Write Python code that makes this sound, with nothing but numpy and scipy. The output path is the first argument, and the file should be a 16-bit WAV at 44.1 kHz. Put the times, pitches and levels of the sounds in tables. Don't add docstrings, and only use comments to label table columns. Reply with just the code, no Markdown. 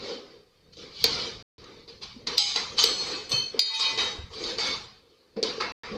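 import sys
import numpy as np
from scipy import signal
from scipy.fft import rfft, irfft, next_fast_len
from scipy.io import wavfile
from scipy.ndimage import uniform_filter1d, map_coordinates

SR = 44100
rng = np.random.default_rng(int(sys.argv[2]) if len(sys.argv) > 2 else 0)


def persist_wave(psi):
    counts = np.round(np.clip(psi, -1, 1) * 32767).astype(np.int16)
    wavfile.write(sys.argv[1], SR, np.atleast_2d(counts).T)


N = 263277


def amp(db):
    return 10 ** (np.asarray(db) / 20)


def unit(x):
    return x / np.sqrt(np.mean(x ** 2) + 1e-20)


def along(points, hz):
    point_hz, value = np.transpose(points)
    return np.interp(np.log(hz + 1), np.log(point_hz + 1), value)


def filtered(x, response):
    m = next_fast_len(len(x) + 8192)
    return irfft(rfft(x, m) * response(np.fft.rfftfreq(m, 1 / SR)), m)[:len(x)]


def coloured(x, spectrum):
    return unit(filtered(x, lambda hz: amp(along(spectrum, hz))))


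def add(track, start_s, sound):
    part = track[round(start_s * SR):][:len(sound)]
    part += sound[:len(part)]


def wobble(knots_per_s):
    knots = rng.standard_normal(int(N * knots_per_s / SR) + 4)
    return map_coordinates(knots, [np.arange(N) * knots_per_s / SR], order=1)


def patchy(depth_db, window=1024):
    z = signal.stft(rng.standard_normal(N), nperseg=window)[2]
    field = uniform_filter1d(rng.standard_normal(z.shape), size=2, axis=0)
    field = uniform_filter1d(field, size=4, axis=1)
    return unit(signal.istft(z * amp(depth_db * unit(field)), nperseg=window)[1][:N])


def motion_levels():
    # start in seconds, rise in seconds, then peak grit, scrape and frame level in dB.
    ramps = [(-.25, .35, -38.5, -44, -34.5), (.25, 0.11, -60, -63, -55.5), (.62, 0.15, -67, -74, -58.5),
             (.722, 0.0075, -54.5, -67, -63), (.765, 0.0069, -47, -64, -53.5),
             (.775, 0.055, -45.5, -53, -47), (0.899, 0.16, -31.5, -52.5, -58),
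             (1.036, 0.014, -27.5, -37.5, -37), (1.07, 0.19, -34, -44, -41.5),
             (1.5, 0.06, -52.5, -57.5, -53), (1.59, 0.11, -53.5, -55, -47), (1.72, 0.08, -56, -61.5, -54),
             (1.87, 0.017, -47.5, -56.5, -49.5), (2.007, 0.017, -39.5, -49.5, -55),
             (2.14, 0.083, -59, -63.5, -50), (2.263, 0.0082, -30, -36.5, -37.5),
             (2.366, 0.017, -24, -46, -55.5), (2.44, 0.17, -36, -42.5, -55), (2.554, 0.0076, -29, -34, -41),
             (2.67, .095, -46, -53, -44.5), (2.766, 0.025, -19.5, -32.5, -47.5),
             (2.798, 0.11, -29, -40.5, -39), (2.978, 0.17, -35, -36.5, -36.5),
             (3.1, .09, -39.5, -45.5, -44.5), (3.288, 0.032, -33, -40, -37.5),
             (3.501, .085, -46.5, -46, -37), (3.588, .022, -50.5, -53.5, -65.5),
             (3.615, 0.24, -31, -51.5, -60.5), (3.792, 0.005, -27.5, -41, -51.5),
             (3.81, 0.12, -34.5, -42.5, -44), (3.972, 0.016, -27, -34, -40.5),
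             (3.999, 0.066, -34, -38, -39), (4.298, 0.039, -42.5, -52.5, -48.5),
             (4.349, .07, -39, -45, -40), (4.43, .07, -34, -40.5, -37), (4.576, 0.011, -31, -37, -48.5),
             (4.599, 0.08, -29.5, -36, -40.5), (5.05, 0.08, -64.5, -72, -61.5),
             (5.36, 0.0077, -50, -49.5, -29), (5.38, 0.042, -58, -58, -41.5),
             (5.426, 0.017, -32, -40.5, -33), (5.46, 0.063, -37.5, -42.5, -41),
             (5.6, 0.0051, -34, -29, -36), (5.78, 0.063, -44.5, -41, -50), (5.848, .115, -47.5, -47, -35)]
    fall_db_per_s = [103, 94.5, 100.5]
    floor_db = [-69, -73, -66.5]
    t = np.arange(0, N / SR, .001)
    fall = np.array(fall_db_per_s)[:, None]
    lowest = np.array(floor_db)[:, None]
    level = lowest + 0 * t
    for start_s, rise_s, *peak_db in ramps:
        since = t - start_s
        peak = np.array(peak_db)[:, None]
        before = level[:, [np.argmax(since >= 0)]]
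        rising = before + (peak - before) * since / rise_s
        falling = peak - fall * (since - rise_s)
        after = np.where(since < rise_s, rising, falling)
        level = np.where(since >= 0, np.maximum(after, lowest), level)
    return [np.interp(np.arange(N) / SR, t, row) for row in level]


def motion():
    # frequency in Hz, relative level in dB.
    grit_spectrum = [(1350, -62.5), (2300, -4), (2750, -12.5), (3000, 0), (3380, -3.5), (3570, 1.5),
                     (4730, 3.5), (5080, -1.5), (6200, -11), (8590, -32.5), (8940, -34), (9590, -36.5),
                     (13200, -49), (15000, -89.5)]
    # frequency in Hz, relative level in dB.
    scrape_spectrum = [(380, -39.5), (650, -8), (737, -6), (1200, 0), (1480, -7), (2230, -5), (2700, -7.5),
                       (3510, -34), (5940, -120)]
    # frequency in Hz, relative level in dB.
    frame_spectrum = [(120, -37.5), (200, -11), (265, -9.5), (404, -5), (456, -0.5), (529, -5), (668, -23),
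                      (750, -18), (980, -46.5), (1650, -120)]
    grit_db, scrape_db, frame_db = motion_levels()
    splinter_db = -6
    glass = patchy(4.1) + amp(splinter_db) * splinters(count=1300, cycles=600, spread_db=18.5)
    grit = amp(grit_db) * coloured(glass, grit_spectrum)
    scrape = amp(scrape_db) * coloured(patchy(3.74), scrape_spectrum)
    boom = amp(frame_db) * coloured(patchy(2.45), frame_spectrum)
    return grit + scrape + boom


def rumble():
    # time in seconds, level in dB.
    rumble_level = [(0, -54.5), (.26, -66), (.53, -69), (.82, -59), (.98, -64), (1.04, -47), (1.599, -57.5),
                    (1.92, -58.5), (2.3, -53), (2.44, -62.5), (2.89, -50.5), (3.28, -61), (3.34, -50.5),
                    (3.58, -63.5), (3.68, -82.5), (3.95, -53.5), (4.75, -51.5), (5.26, -81), (5.37, -59),
                    (5.84, -54), (5.97, -46)]
    # frequency in Hz, relative level in dB.
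    bass_spectrum = [(12, -39.5), (20, -2.5), (92, 1.5), (145, 0), (230, -4), (300, -28), (510, -120)]
    wander_db = 2
    level_db = np.interp(np.arange(N) / SR, *np.transpose(rumble_level)) + wander_db * wobble(10)
    return amp(level_db) * coloured(rng.standard_normal(N), bass_spectrum)


def blows():
    # start in seconds, crack level in dB before trim, frame knock level in dB, crack t60 in seconds.
    sharp_blows = [(0.7337, -41, -56, 0.047), (1.041, 4.5, -15, 0.02), (1.05, -25, -34, 0.045),
                   (1.641, -33, -62, 0.022), (1.8786, -42, -39, 0.018), (2.032, -28.5, -57, 0.038),
                   (2.2713, -16.5, -58, 0.051), (2.3801, -0.5, -39.5, 0.013), (2.3904, -19, -55.5, 0.04),
                   (2.5605, -10, -33.5, 0.023), (2.783, -17.5, -35, 0.073), (2.8395, 0, -16, 0.02),
                   (2.8613, -19, -25.5, 0.021), (3.2944, -29, -48.5, 0.011), (3.3176, -12.5, -36, 0.024),
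                   (3.5933, 1, -46.5, 0.0098), (3.7974, -26, -36, 0.043), (3.9755, -18.5, -27, 0.025),
                   (4.4375, -21.5, -37, 0.055), (4.584, -24, -23.5, 0.06), (5.4277, -11, -13.5, 0.034),
                   (5.435, -15, -21, 0.028), (5.6073, -24, -24.5, 0.084)]
    # frequency in Hz, relative level in dB.
    crack_spectrum = [(410, -44.5), (700, -12), (1300, -26.5), (2240, -8.5), (2760, -13), (4630, 10),
                      (5510, -8), (6550, -8), (7260, -24.5), (9250, -26.5), (11000, -40.5), (14300, -57),
                      (22000, -120)]
    trim_db, knock_hz, knock_t60_s = -4, 450, 0.049
    out, t = np.zeros(N), np.arange(SR // 6) / SR
    for start_s, crack_db, knock_db, t60_s in sharp_blows:
        burst = coloured(rng.standard_normal(len(t)), crack_spectrum)
        crack = burst * amp(crack_db + trim_db - 60 * t / t60_s) * (1 - np.exp(-t / .0004))
        knock = np.sin(2 * np.pi * knock_hz * t) * amp(knock_db - 60 * t / knock_t60_s)
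        add(out, start_s, crack + knock * (1 - np.exp(-t / 0.0023)))
    return out


def room(x):
    # frequency in Hz, t60 in seconds.
    room_t60 = [(200, 0.49), (2000, 0.21), (8000, 0.13)]
    hz, t, z = signal.stft(rng.standard_normal(SR // 2), SR, nperseg=256)
    decay = amp(-60 * t / along(room_t60, hz)[:, None])
    tail = signal.istft(z * decay, SR, nperseg=256)[1]
    delayed = np.pad(x, (300, 0))
    return signal.fftconvolve(delayed, tail / np.linalg.norm(tail))[:N]


def thuds():
    # start in seconds, level in dB, pitch in Hz, t60 in seconds.
    bumps = [(2.162, -29, 241, 0.059), (3.119, -22, 402, 0.044), (3.334, -20, 128, 0.053),
             (3.544, -12, 435, 0.028), (4.187, -26, 75.4, 0.12), (4.239, -21.5, 66.6, 0.041),
             (4.406, -24, 449, 0.046), (5.365, -25, 450, 0.13), (5.58, -13, 438, 0.038),
             (5.913, -28.5, 210, 0.15)]
    out, t = np.zeros(N), np.arange(SR // 6) / SR
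    for start_s, db, hz, t60_s in bumps:
        add(out, start_s, amp(db - 60 * t / t60_s) * np.sin(2 * np.pi * hz * t) * (1 - np.exp(-t / 0.0059)))
    return out


def splinters(count, cycles, spread_db):
    loose_s = (2.36, 4.85)
    low_hz, high_hz = 6000, 14000
    draw, k = rng.random((count, 3)), np.arange(2048)
    hz = low_hz * (high_hz / low_hz) ** draw[:, 1:2]
    size = amp(-spread_db * draw[:, 2:])
    envelope = np.exp(-hz * k / SR / cycles) * np.sin(np.pi * (k / 2048) ** 0.48)
    ring = size * np.sin(2 * np.pi * hz * k / SR) * envelope
    start = ((loose_s[0] + draw[:, :1] * np.ptp(loose_s)) * SR).astype(int)
    at = start + k
    return unit(np.bincount(at.ravel(), ring.ravel(), N + 2048)[:N])


def shards():
    # mode pitches in Hz; (relative level in dB, t60 in seconds) per mode;
    # knocks of (start in seconds, level in dB, favoured pitch in Hz, onset in seconds); rest time in seconds.
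    large_shards = [ ([813, 1308, 2196, 2659, 2977, 3128, 3690, 4027, 4290, 4840, 4980, 5373, 6374, 7413, 7865],
                    [(-15, 0.86), (-22, 1), (-13.5, 1), (-22, 0.26), (-14.5, 0.59), (-11, 0.49),
                    (-12.5, .45), (1.5, 0.45), (-13, 0.14), (-8, 0.55), (-4.5, 0.6), (-7.5, .5),
                    (-5.5, 0.5), (-17, 0.18), (-9, 0.21)], [(2.378, -22.5, 4500, 0.0014),
                    (2.39, -21, 890, .005), (2.39, -22, 3000, 0.0034), (2.41, -26, 4330, 0.0055),
                    (2.47, -28.5, 5000, 0.012), (2.561, -28, 4300, 0.001)], 2.63),
                    ([2213, 3585, 4264, 4470, 4576, 4710, 5027, 6202], [(8.5, 0.34), (0, 0.38), (-14, 0.45),
                    (-2.5, 0.54), (-1, 0.45), (-1, 0.52), (-11, 0.27), (-11, 0.28)],
                    [(4.33, -41.5, 4600, 0.024), (4.437, -39.5, 4500, 0.0025), (4.59, -29, 4170, 0.011),
                    (4.65, -26.5, 3200, 0.027), (4.72, -27.5, 4230, 0.014)], 4.73),
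                    ([2580, 3095, 3575, 3887, 4315, 4365, 4538, 5001, 6142, 6476, 6740, 7710, 8340, 9039, 9663, 10620, 11915, 12940],
                    [(-10.5, 0.89), (-4, 0.55), (-24, 0.46), (-22, 0.27), (2, 0.57), (-3.5, 0.97),
                    (-17, 0.57), (-22, 0.16), (-4.5, 0.4), (-35, 0.45), (-32.5, 0.14), (-19, 1),
                    (-10.5, 0.14), (-41, .2), (-51, 0.33), (-28.5, 0.59), (-26, 0.29), (-27, 0.23)],
                    [(2.840, -24, 7950, 0.004), (2.85, -26.5, 4420, 0.013), (2.98, -29, 4200, 0.0021),
                    (3.12, -32.5, 2530, 0.018), (3.06, -32.5, 8000, 0.02), (3.293, -26.5, 11100, 0.0019),
                    (3.317, -22.5, 4000, 0.0011), (3.325, -21, 2800, 0.0023), (3.36, -26, 5500, 0.0052)],
                    3.5),
                    ([894, 1075, 2015, 2290, 2482, 2541, 3117, 3208, 3634, 3780, 4242, 4312, 4570, 4813, 5865, 6121, 6710, 7095, 8285, 8651, 9530, 10350, 10730],
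                    [(-7.5, 1), (-9.5, 0.2), (-15, 0.89), (-14, 0.57), (-11, 0.31), (-16, 0.31), (-12, 0.5),
                    (-4, 0.065), (-39, 0.16), (-5.5, 0.52), (-14, 0.44), (-12, 0.55), (-9.5, 0.46),
                    (2.5, 0.17), (-14, 0.12), (-22.5, 0.2), (-20.5, 0.49), (-14, 0.14), (-48, .3),
                    (-24, 0.17), (-22.5, 0.17), (-29.5, .2), (-37, 0.27)], [(3.592, -15.5, 5200, 0.0004),
                    (3.652, -22, 4040, 0.013), (3.70, -27.5, 2000, 0.027), (3.70, -31.5, 940, 0.026),
                    (3.745, -35, 9500, 0.0044), (3.735, -22.5, 3100, 0.0064), (3.80, -14.5, 3630, 0.021),
                    (3.82, -15, 1300, 0.02), (3.85, -16.5, 2200, 0.0033), (3.885, -38, 3350, 0.0029),
                    (3.90, -25, 1100, 0.0029), (3.976, -19.5, 2480, 0.0035), (4.0, -22, 3550, 0.0036),
                    (4.01, -40, 1010, .005), (4.045, -32, 3150, .005)], 4.29)]
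    favour_db_per_octave = (10, 15)
    above, below = favour_db_per_octave
    out, t = np.zeros(N), np.arange(SR // 2) / SR
    for pitches, modes, knocks, rest_s in large_shards:
        hz = np.array(pitches)[:, None]
        level_db, t60_s = np.transpose(modes)[:, :, None]
        for start_s, db, favoured_hz, onset_s in knocks:
            draw = rng.standard_normal((4, len(modes), 1))
            scatter_db = 1.5 * draw[0]
            octaves = np.log2(hz / favoured_hz)
            away_db = np.maximum(above * octaves, -below * octaves)
            damped_db = 300 * np.maximum(start_s + t - rest_s, 0)
            ring_db = db + level_db + scatter_db - away_db - damped_db - 60 * t / t60_s
            gain = amp(ring_db) * (1 - 2 * t)
            beat = 1 + .4 * np.sin(2 * np.pi * hz / 300 * draw[2] * t + draw[3])
            ring = (gain * beat * np.sin(2 * np.pi * hz * t + draw[1])).sum(0)
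            add(out, start_s, ring * (1 - np.exp(-t / abs(onset_s))))
    return out


def scene():
    hits = blows() + thuds()
    rings = shards()
    echo = room(amp(-12.5) * hits + amp(-11.5) * rings)
    return (motion() + rumble() + hits + rings + echo)[None]


def record(dry):
    # frequency in Hz, relative level in dB.
    hiss_spectrum = [(700, -1), (3000, -3.5), (13000, -13), (15500, -14)]
    # start in seconds, end in seconds.
    dropouts = [(1.4255, 1.5813), (5.7215, 5.8345)]
    hiss_db, clip, rolloff_hz, top_hz = -74.0, .39, 14800, 16000
    x = dry[0] + amp(hiss_db) * coloured(rng.standard_normal(N), hiss_spectrum)
    x = x / (1 + np.abs(x / clip) ** 12) ** (1 / 12)
    for start_s, end_s in dropouts:
        x[round(start_s * SR):round(end_s * SR)] = 0
    return filtered(x, lambda hz: (1 + (hz / rolloff_hz) ** 40) ** -.5 * (hz < top_hz))[None]


dry = scene()
out = record(dry)
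persist_wave(out)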